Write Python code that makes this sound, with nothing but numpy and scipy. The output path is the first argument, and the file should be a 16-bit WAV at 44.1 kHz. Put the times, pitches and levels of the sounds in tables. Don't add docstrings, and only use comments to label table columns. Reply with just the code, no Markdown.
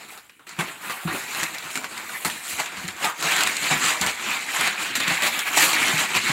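import sys
import numpy as np
from scipy import signal
from scipy.fft import rfft, irfft, next_fast_len
from scipy.io import wavfile
from scipy.ndimage import uniform_filter1d, map_coordinates

SR = 44100
rng = np.random.default_rng(int(sys.argv[2]) if len(sys.argv) > 2 else 0)


def generate_wav(sig):
    pcm = np.round(np.clip(np.atleast_2d(sig).T, -1, 1) * 32767).astype(np.int16)
    wavfile.write(sys.argv[1], SR, pcm)


N = 278712

# frequency in Hz, gain in dB.
PAPER = [(70, -8.5), (108, -10), (155, -4), (330, -3), (430, -8.5), (560, -9.5), (720, -5), (880, -3.5),
         (2400, 3), (3400, -5), (4100, -4.5), (5200, -15.5), (6200, -15), (7200, -8.5), (9400, -19),
         (11200, -20), (15700, -27.5)]


def amp(db):
    return 10 ** (np.asarray(db) / 20)


def unit(x):
    return x / np.sqrt(np.mean(x ** 2) + 1e-20)


def along(points, hz):
    point_hz, values = np.transpose(points)
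    return np.interp(np.log(hz + 1), np.log(point_hz + 1), values)


def wobble(knots_per_s):
    knots = rng.standard_normal(int(N * knots_per_s / SR) + 4)
    return map_coordinates(knots, [np.arange(N) * knots_per_s / SR])


def filtered(x, response):
    size = next_fast_len(N + SR // 2)
    hz = np.fft.rfftfreq(size, 1 / SR)
    return irfft(rfft(x, size) * response(hz), size)[..., :N]


def above(hz, edge_hz):
    return 1 / (1 + (edge_hz / (hz + 1)) ** 8)


def hush():
    # frequency in Hz, spectral level in dB (shape only).
    air_points = [(40, 11), (150, 2), (300, -16), (600, -22), (2000, -15.5), (5200, -30), (7800, -7),
                  (15700, -13)]
    air = filtered(rng.standard_normal(N), lambda hz: amp(along(air_points, hz)))
    return amp(-62) * unit(air)


def room(x):
    # frequency in Hz, t60 in s.
    wall_points = [(100, 0.22), (1000, 0.17), (4000, 0.09), (12000, 0.11)]
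    hop = SR // 8
    delay = SR // 300
    padded = np.pad(x, (hop, 2 * hop))
    out = np.zeros(N + 2 * SR)
    for i in range(-hop, N, hop):
        hz, t, z = signal.stft(rng.standard_normal(SR // 3), SR, nperseg=256)
        decay = amp(-60 * t / along(wall_points, hz)[:, None])
        tail = signal.istft(z * decay, SR, nperseg=256)[1]
        piece = padded[i + hop:][:2 * hop] * np.hanning(2 * hop)
        answer = signal.fftconvolve(piece, tail / np.linalg.norm(tail))
        out[i + hop:][:len(answer)] += answer
    return out[hop - delay:][:N]


def thuds():
    # start in seconds, level in dB, brightness in dB per octave,
    # pitch of the struck panel in Hz.
    knocks = [(0.586, -20, -9, 173.7), (1.051, -17.5, -9.5, 165), (1.078, -26.5, -2, 174.6),
              (1.423, -27.5, -3.5, 174), (2.251, -27, -2, 172.7), (2.524, -34, -16, 178),
              (2.597, -41, 4, 161.7), (2.771, -35, -16, 187), (2.841, -28.5, -12, 167.5),
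              (2.88, -32, -14.5, 190), (3.04, -38, 6.5, 165), (3.05, -46, 7.5, 163.5),
              (3.064, -43, 9, 167.3), (3.243, -29, -6, 171), (3.709, -24.5, -11, 150),
              (4.008, -24, -11, 175), (4.05, -27, -14.5, 158), (4.589, -31, -8, 168), (5.076, -27, -8, 165),
              (5.11, -30.5, -8, 167), (5.571, -32, 3.5, 157), (5.749, -52, -12, 170),
              (5.935, -21.5, -6, 158), (6.295, -17, -5.5, 153)]
    # multiple of the panel's pitch, level in dB, t60 in s.
    panel_modes = [(.45, -15.5, 0.11), (1, 5.5, 0.077), (1.9, 3, 0.099), (4.3, 2, 0.1), (5.3, 3, .095),
                   (7.4, 0.5, 0.12)]
    out = np.zeros(N + SR)
    t = np.arange(SR // 3) / SR
    soft_start = 1 - np.exp(-t / 0.0035)
    for start_s, db, bright_db, hz in knocks:
        luck_db = rng.normal(0, 2.1, len(panel_modes))
        ring = np.zeros(len(t))
        for (ratio, mode_db, t60_s), chance_db in zip(panel_modes, luck_db):
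            level_db = mode_db + chance_db + bright_db * np.log2(ratio)
            ring += amp(level_db - 60 * t / t60_s) * np.sin(2 * np.pi * ratio * hz * t)
        out[round(start_s * SR):][:len(t)] += amp(db) * ring * soft_start
    return out[:N]


def pull():
    # full strength at s, level in dB, s to rise 20 dB, s to hold, s to fall 20 dB,
    # treble over body in dB, low mids over body in dB. Short or negative rises and falls take the floors below.
    tug_rows = [(0.0, -43, .01, 0.011, .25, -9, -4), (0.086, -44.5, 0, 0.046, 0.02, -8.5, -1.5),
                (0.175, -47.5, .08, 0.014, .14, -7, -1.5), (0.293, -57, .005, .01, 0.4, -12, -20),
                (0.394, -56, -0.6, .015, 0.1, -24, 2), (0.468, -43.5, -0.06, .04, 0.6, -6.5, -4),
                (0.589, -28.5, -0.0732, 0.024, 0.04, -7.5, 2), (0.687, -34.5, 0.16, 0, 0.14, -10, -2.5),
                (0.844, -36.5, 0.08, .03, 0.65, -8.5, -3.5), (0.896, -30, -0.04, 0.023, 0.05, -13, -7.5),
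                (1.074, -31.5, -0.12, 0.038, .1, -19, 0), (1.131, -34, 0.06, .01, 0.26, -8.5, -3),
                (1.354, -30, 0.28, 0.092, 0.14, -6.5, -5.5), (1.584, -37, 0.46, 0, 0.7, -7, -5),
                (1.705, -34.5, -0.34, 0.008, 0.2, -2, -5), (1.757, -30, -0.45, 0.0017, 0, -6, -12),
                (1.988, -39, 0.85, 0.016, 0.9, -6, -1), (2.108, -40, .2, 0.032, 1, -6.5, -5.5),
                (2.249, -25.5, 0, 0.0064, 0.06, -2.5, -0.5), (2.299, -32, -0.1, 0, 0.18, -5, -7),
                (2.496, -33.5, 0.14, 0.01, 0.36, -1, -11.5), (2.598, -28.5, 0.05, 0.008, .1, -7, -3.5),
                (2.66, -34.5, -0.06, 0.0088, 0.34, -24, -5), (2.768, -35, -0.1, 0.034, 0.26, -6, -5.5),
                (2.891, -36, .08, 0, .1, -19, -5), (3.052, -22.5, .07, 0, 0.1, -6.5, -2),
                (3.206, -29.5, 0.06, 0.021, -0.3, -5.5, -8), (3.228, -24, .004, 0.23, 0.23, -7, -5.5),
                (3.577, -34.5, .2, 0.12, 0.7, -2.5, -11), (3.627, -24.5, 0.03, .04, 0.23, -7, -6.5),
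                (3.705, -22, 0.01, 0.0027, 0.26, -9.5, -6.5), (3.838, -20.5, 0.1, 0.048, .18, -6, -7.5),
                (4.017, -25, -0.05, 0.024, .2, -7.5, -3.5), (4.071, -19, 0, 0, 0.01, -8, -6),
                (4.321, -26.5, 0.3, 0.022, 0.23, -8, -6.5), (4.557, -26.5, 0.21, 0.012, 0.1, -5, -4),
                (4.608, -22.5, 0.08, 0.058, .14, -10, -8), (4.83, -25.5, 0.1, 0, 0.12, -7.5, -4.5),
                (4.89, -30, -0.9, 0.017, 0, -11, -8.5), (4.954, -25.5, -0.33, 0.012, 0, -3.5, -12),
                (5.0, -25.5, -0.44, 0, 0.4, -11, -9.5), (5.04, -28, 0.8, 0.015, 1.4, -14, -11),
                (5.109, -22, 0.1, 0.0029, 0.2, -9.5, -5.5), (5.229, -22, 0, .045, 0.08, -9, -5),
                (5.322, -26.5, -0.15, 0.054, 0.36, -13, -10.5), (5.535, -26, 0.15, 0.0042, 0.7, -9.5, -4),
                (5.574, -19, 0.05, 0.078, 0.22, -4.5, -8.5), (5.757, -23, 0.17, 0, 0.36, -9.5, -7.5),
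                (5.851, -22.5, 0.09, .18, 0, -5.5, -6), (6.149, -21.5, .04, 0.02, -0.1, -9.5, -7.5),
                (6.25, -28, 0.7, 0, .2, -7, -17), (6.317, -22, 0.26, 0, .3, -7.5, -6.5)]
    s, db, rise_s, hold_s, fall_s, treble_db, slack_db = np.transpose(tug_rows)[:, :, None]
    t = np.arange(0, N + 32, 32) / SR
    before = (s - t) / np.maximum(rise_s, 0.002)
    after = (t - s - np.abs(hold_s)) / np.maximum(fall_s, 0.05)
    away = np.maximum(np.maximum(before, after), 0)
    levels = []
    for extra_db in (0, treble_db, slack_db):
        power = np.sum(amp(db + extra_db - 20 * away) ** 2, axis=0)
        levels.append(np.interp(np.arange(N) / SR, t, 10 * np.log10(power + 1e-12)))
    return levels


def lesser_snaps(count):
    over_pull_db, spread_db = 11, 3
    median_hz, spread_octaves, median_treble_db = 1890, 0.496, -21
    when = rng.random(count) * (N - 1)
    luck = rng.standard_normal((count, 3))
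    db = pull()[0][when.astype(int)] + over_pull_db + spread_db * luck[:, 0]
    hz = median_hz * 2 ** (spread_octaves * luck[:, 1])
    treble_db = median_treble_db + spread_db * luck[:, 2]
    return list(zip(when / SR, db, hz, treble_db))


def snaps():
    # start in seconds, level in dB, pitch of the fold in Hz, treble in dB.
    large_creases = [(0.122, -23.5, 797, -15), (0.175, -24.5, 1270, -11), (0.295, -22.5, 2500, -29),
                     (0.394, -30, 1500, -31), (0.469, -28, 1810, -16), (0.492, -26.5, 1030, -2),
                     (0.594, -16, 2400, -17), (0.608, -10, 1540, -18), (0.672, -21, 2460, -22),
                     (0.896, -11, 1210, -25), (0.905, -12, 2000, -24), (1.078, -15, 1120, -21),
                     (1.347, -10, 1700, -14), (1.431, -6, 1870, -9), (1.437, -12, 2660, -6),
                     (1.546, -16, 2130, -11), (1.583, -16.5, 3870, -8), (1.755, -6.5, 2230, -16),
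                     (1.774, -10, 1400, -11), (1.843, -7.5, 1490, -20.5), (1.977, -17.5, 2920, -10.5),
                     (2.094, -13, 1510, -24), (2.248, -16, 1750, -3), (2.255, -15, 2600, -10),
                     (2.299, -12, 2760, -20), (2.599, -10, 835, -9), (2.606, -13, 2350, -14),
                     (2.659, -16, 2500, -12), (2.879, -14.5, 2370, -8), (2.885, -13.5, 2010, -9),
                     (3.045, -4, 3930, -22), (3.051, -9.5, 845, -20), (3.225, -8, 2370, -8),
                     (3.285, -5, 1780, -25), (3.32, -7, 2400, -15.5), (3.363, -7, 2120, -6),
                     (3.407, -1, 3960, -17), (3.434, -4, 2040, -6.5), (3.472, -4, 1980, -10),
                     (3.567, -13, 2740, -1.5), (4.012, -1.5, 4100, -9.5), (4.063, -5.5, 2100, -7),
                     (4.609, -1.5, 2080, -12), (4.674, -3.5, 1860, -12), (4.953, -5.5, 1870, -9),
                     (5.002, -5, 1890, -11), (5.079, -4.5, 1930, -9.5), (5.221, -6, 1920, -9.5),
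                     (5.391, -9, 3120, -6), (5.575, -1, 1900, -9), (5.732, -4.5, 2300, -12),
                     (5.764, -5, 2400, -24.5), (6.15, -3, 2560, -21)]
    body, crack = np.zeros(N + SR), np.zeros(N + SR)
    t = np.arange(SR // 10) / SR
    flip_s = 0.00088
    after_s = np.maximum(t - flip_s, 0)
    rough_t60_s, crack_t60_s = 0.04, 0.022
    for start_s, db, hz, treble_db in list(large_creases) + lesser_snaps(count=60):
        noise = rng.standard_normal((2, len(t)))
        rise = amp(db) * np.minimum(t / flip_s, 1) ** 2
        band = signal.butter(1, [hz / 2.06, hz * 1.2], "band", fs=SR)
        rough = unit(signal.lfilter(*band, noise[0]))
        ring = np.sin(2 * np.pi * hz * t) * np.exp(-after_s * hz / 3.9)
        burst = amp(-17.5 - 60 * after_s / rough_t60_s) * rough
        start = round(start_s * SR)
        body[start:][:len(t)] += rise * (amp(-9.5) * ring + burst)
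        crack[start:][:len(t)] += rise * amp(treble_db - 60 * after_s / crack_t60_s) * noise[1]
    treble = filtered(crack[:N], lambda hz: above(hz, 3900) * amp(along(PAPER, hz) + 14.5))
    return body[:N] + treble


def patchy(x, depth_db):
    z = signal.stft(x, nperseg=512)[2]
    field = uniform_filter1d(rng.standard_normal(z.shape), 8, axis=0)
    field = uniform_filter1d(field, 6, axis=1)
    return signal.istft(z * amp(depth_db * unit(field)), nperseg=512)[1][:N]


def creases(per_s, spread_db, clump_db, life_s):
    rate_per_s = per_s * amp(clump_db * (wobble(20) + wobble(80)))
    start = np.flatnonzero(rng.random(N) < rate_per_s / SR)
    pitch_pick, size_pick, phase = rng.random((3, len(start), 1))
    hz = 300 * (16000 / 300) ** pitch_pick
    size = amp(spread_db * np.minimum(-np.log(size_pick + 1e-9), 4))
    size = size * (hz / 2000) ** 0.74
    step = np.arange(SR // 300)
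    t = step / SR
    decay = np.exp(-t * np.sqrt(hz / 2000) / life_s)
    ring = size * decay * np.sin(2 * np.pi * (hz * t + phase))
    return unit(np.bincount((start[:, None] + step).ravel(), ring.ravel(), N + SR)[:N])


def rustle():
    # time in seconds, top over treble in dB, bass over body in dB.
    outer_drift = [(0, -3, -9), (.12, 5.5, -9), (.25, 2, -7.5), (.4, 3, -6), (.5, -6, -11), (.6, -3, -6),
                   (.7, 1.5, -8.5), (.9, 4.5, -11.5), (1.02, 5, -19), (1.1, 4.5, -5), (1.35, -2, -13),
                   (1.7, -2, -10.5), (1.95, -4, -9.5), (2.2, 6, -11.5), (2.3, 0.5, -10), (2.48, 0, -16),
                   (2.7, -7.5, -13), (2.9, -2, -10), (3.3, -5, -15.5), (3.8, -6.5, -14),
                   (4.05, -6.5, -13.5), (4.3, -6.5, -15.5), (4.6, -4.5, -16), (5.1, -5.5, -14.5),
                   (5.4, 4, -19), (5.62, -3, -15), (5.9, -5, -14.5), (6.32, -9, -13.5)]
    edges_hz = 460, 1450, 4800, 9400
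    s, *columns = np.transpose(outer_drift)
    top_db, bass_db = [np.interp(np.arange(N) / SR, s, column) for column in columns]
    body_db, treble_db, slack_db = pull()
    rubbing = amp(1.9 * wobble(40)) * rng.standard_normal(N)
    stream = creases(3000, spread_db=2.0, clump_db=2.0, life_s=0.00091) + amp(3.0) * rubbing
    stream = filtered(patchy(stream, depth_db=2.0), lambda hz: amp(along(PAPER, hz)))
    low, middle, high, fizz = [filtered(stream, lambda hz: above(hz, edge)) for edge in edges_hz]
    drag, slack, body, crisp = stream - low, low - middle, middle - high, high - fizz
    lumps = amp(2.0 * wobble(18))
    treble = amp(treble_db) * (unit(crisp) + amp(top_db) * unit(fizz))
    low_mids = amp(slack_db) * unit(slack)
    bass = amp(body_db + bass_db) * unit(lumps * drag)
    return amp(body_db) * unit(body) + treble + low_mids + bass


def scene():
    near = rustle() + snaps() + thuds()
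    mix = amp(-1.5) * near + amp(-10.5) * room(near) + hush()
    return np.tile(mix, (2, 1))


def record(dry):
    ceiling, top_hz = 0.6, 15800
    heard = filtered(dry, lambda hz: (1j * hz / (44 + 1j * hz)) ** 6)
    rounded = heard / (1 + np.abs(heard / ceiling) ** 4) ** (1 / 4)
    return filtered(rounded, lambda hz: hz < top_hz)


dry = scene()
out = record(dry)
generate_wav(out)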